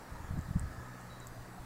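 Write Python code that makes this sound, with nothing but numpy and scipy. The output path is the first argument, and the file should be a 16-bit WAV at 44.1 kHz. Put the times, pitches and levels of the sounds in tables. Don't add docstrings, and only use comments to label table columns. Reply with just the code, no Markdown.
import sys
import numpy as np
from scipy import signal
from scipy.fft import rfft, irfft
from scipy.io import wavfile
from scipy.ndimage import uniform_filter1d

SR = 44100
rng = np.random.default_rng(int(sys.argv[2]) if len(sys.argv) > 2 else 0)


def file_out(sig):
    cols = np.atleast_2d(sig).T
    lim = np.clip(cols, -1, 1)
    pcm = np.round(lim * 32767).astype(np.int16)
    wavfile.write(sys.argv[1], SR, pcm)


N = 72765
TIME = np.arange(N) / SR


def amp(db):
    return 10 ** (np.asarray(db) / 20)


def unit(x):
    return x / np.sqrt(np.mean(x ** 2) + 1e-20)


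def level(points):
    return amp(np.interp(TIME, *np.transpose(points)))


def colour(points, hz):
    points_hz, db = np.transpose(points)
    return amp(np.interp(np.log(hz + 1), np.log(points_hz + 1), db))


def add(mix, start_s, sound):
    part = mix[max(round(start_s * SR), 0):][:len(sound)]
    part += sound[:len(part)]


def drift(rate_hz):
    hz = np.fft.rfftfreq(2 * N, 1 / SR)
    white = rfft(rng.standard_normal(2 * N))
    return unit(irfft(white * np.exp(-(hz / rate_hz) ** 2)))[:N]


def noise(spectrum, patchy_db):
    hz = np.fft.rfftfreq(2048, 1 / SR)
    real, imag, patches = rng.standard_normal((3, N // 512 + 6, len(hz)))
    patches = uniform_filter1d(patches, size=8, axis=0)
    patches = unit(uniform_filter1d(patches, size=9, axis=1))
    frames = (real + 1j * imag) * colour(spectrum, hz) * amp(patchy_db * patches)
    return unit(signal.istft(frames.T, nperseg=2048, noverlap=1536)[1][:N])


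def wind():
    # (frequency [Hz], relative density [dB])
    spectrum = [(12, -1), (35, -2), (75, 5), (130, -2), (200, -13), (320, -12.5), (600, -72)]
    # (time [s], level [dB])
    gust = [(0, -71), (.105, -59), (.135, -47), (.18, -51), (.27, -51.5), (.38, -38), (.44, -45.5),
            (.55, -44), (.64, -44.5), (.73, -57), (.79, -52), (.92, -64.5), (1.22, -57), (1.31, -58),
            (1.4, -50), (1.5, -63.5), (1.65, -57)]
    # (time [s], pitch [Hz], peak before low-pass [dB])
    eddies = [(.124, 76, -34.5), (.207, 68.6, -37.5), (.246, 82, -35.5), (.311, 110, -28),
              (0.342, 115, -30), (.365, 85, -35), (.379, 146, -26.5), (.391, 113, -25.5),
              (.490, 123, -31.5), (0.5114, 109, -25.5), (0.5609, 102, -19), (0.5659, 159, -20),
              (.573, 150, -27.5), (.616, 97, -32.5), (.642, 85, -30), (0.658, 67, -36.5), (.675, 62, -38),
              (0.711, 50.7, -39), (0.785, 78.5, -37), (1.395, 75, -42.5), (1.604, 42, -40.5)]
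    rise_cycles, fall_cycles, cutoff_hz = 0.41, 0.38, 254
    thumps = np.zeros(N)
    for centre_s, hz, db in eddies:
        cycles = (TIME - centre_s) * hz
        width = np.where(cycles < 0, rise_cycles, fall_cycles)
        thumps -= amp(db) * np.cos(2 * np.pi * cycles) * np.exp(-(cycles / width) ** 2)
    lowpass = signal.butter(5, cutoff_hz, fs=SR, output="sos")
    turbulence = noise(spectrum, patchy_db=1.5) * level(gust)
    return signal.sosfiltfilt(lowpass, thumps) + turbulence


def ticks():
    # (start [s], pitch [Hz], ring peak [dB], snap gain [ratio], rise [s])
    hits = [(.391, 7250, -45.5, .08, .00026), (.4122, 7350, -45, .1, 0.00028),
            (0.5955, 8270, -31, 0.12, 0.00028), (1.013, 8100, -44.5, .1, 0.00024),
            (1.2022, 7500, -42.5, .06, 0.00045), (1.2705, 7400, -39, 0.76, .00026)]
    # (frequency [Hz], relative density [dB])
    spectrum = [(2700, -30), (3900, -2), (5500, -8), (7500, 5), (10500, -9.5), (13000, 0), (16000, -8)]
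    tail_db, tail_s = -12, 0.0054
    out = np.zeros(N)
    t = np.arange(0, 0.03, 1 / SR)
    grit = noise(spectrum, patchy_db=2)
    for start_s, hz, db, snap_gain, rise_s in hits:
        burst = (t / rise_s) ** 2 * np.exp(2 * (1 - t / rise_s))
        tail = amp(tail_db) * np.minimum(t / rise_s, 1) * np.exp(-t / tail_s)
        ring = burst * np.sin(2 * np.pi * hz * t)
        snap = (burst + tail) * grit[round(start_s * SR):][:len(t)]
        add(out, start_s, amp(db) * (ring + snap_gain * snap))
    return out


def traffic():
    # (frequency [Hz], relative density [dB])
    spectrum = [(25, 4.5), (75, -7), (150, -5), (250, -2.5), (420, -6.5), (680, -5), (1200, -6), (1520, -9),
                (1850, -9), (2250, -18.5), (3000, -26.5), (6000, -79)]
    # (time [s], gain [dB])
    envelope = [(0, 0.5), (.2, 1.5), (.5, -1), (.8, .5), (1.3, -0.4), (1.65, -0.5)]
    return amp(db=-52) * noise(spectrum, patchy_db=0.7) * level(envelope)


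def engine():
    # (multiple of firing rate, level at 0 dB gain [dB])
    harmonics = [(2, -53.5), (3, -60), (4, -69)]
    # (time [s], gain [dB])
    envelope = [(0, -11.5), (.6, -2.5), (1.0, 0), (1.65, -1.5)]
    firing_hz = 60.94
    firings = np.cumsum(firing_hz * (1 + 0.0045 * drift(rate_hz=2.1))) / SR
    hum = np.zeros(N)
    for order, db in harmonics:
        flutter = 1 + 0.3 * drift(rate_hz=13)
        hum += amp(db) * flutter * np.sin(2 * np.pi * (order * firings + rng.random()))
    return np.sqrt(2) * hum * level(envelope)


def whine():
    # (frequency [Hz], level at 0 dB gain [dB])
    partials = [(1247, -63), (1280, -68), (1312, -70), (1506, -73), (1652, -71), (1684, -71.5),
                (1700, -65.5), (1766, -69.5), (1814, -69)]
    # (time [s], gain [dB])
    envelope = [(0, -7.5), (.45, -4), (.8, 2), (1.15, -5.5), (1.65, -41)]
    out = np.zeros(N)
    for hz, db in partials:
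        cycles = np.cumsum(hz * (1 + 0.00062 * drift(rate_hz=21))) / SR
        flutter = 1 + 0.3 * drift(rate_hz=12)
        out += amp(db) * flutter * np.sin(2 * np.pi * cycles)
    return np.sqrt(2) * out * level(envelope)


def whistle():
    # (start [s], length [s], level before fade [dB])
    notes = [(1.094, 0.11, -62), (1.203, 0.064, -60)]
    pitch_hz, ramp_s, fade_db = 3906, 0.013, -16
    cycles = np.cumsum(pitch_hz * (1 + 0.0011 * drift(rate_hz=120))) / SR
    roughness = 1 + 0.095 * drift(rate_hz=150)
    envelope = np.zeros(N)
    for start_s, length_s, db in notes:
        t = np.arange(0, length_s, 1 / SR)
        ramps = np.clip(np.minimum(t, length_s - t) / ramp_s, 0, 1)
        add(envelope, start_s, ramps * amp(db + fade_db * (t / length_s) ** 2))
    return np.sqrt(2) * envelope * roughness * np.sin(2 * np.pi * cycles)


def swells():
    # (centre [s], half length [s], pitch [Hz], level [dB])
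    bands = [(0.2, 0.047, 945, -57.5), (1.37, .03, 661, -58), (1.575, 0.023, 739, -54.5)]
    width_hz = 65
    out = np.zeros(N)
    for centre_s, half_s, hz, db in bands:
        phase = 2 * np.pi * hz * TIME
        band = drift(width_hz) * np.cos(phase) + drift(width_hz) * np.sin(phase)
        out += amp(db) * np.exp(-((TIME - centre_s) / half_s) ** 2) * band
    return out


def hiss():
    # (frequency [Hz], relative density [dB])
    spectrum = [(1000, -12), (3100, -4), (4200, 0), (6300, -3.5), (7400, -1), (8400, -3.5), (10200, -6),
                (15800, -8.5)]
    return amp(db=-62.5) * noise(spectrum, patchy_db=2.5)


def scene():
    return (traffic() + engine() + whine() + wind() + ticks() + whistle() + hiss() + swells())[None]


def record(dry):
    cutoff_hz = 15820
    lowpass = signal.firwin(511, cutoff_hz, window=("kaiser", 9), fs=SR)
    return signal.oaconvolve(dry, lowpass[None], "same")


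dry = scene()
out = record(dry)
file_out(out)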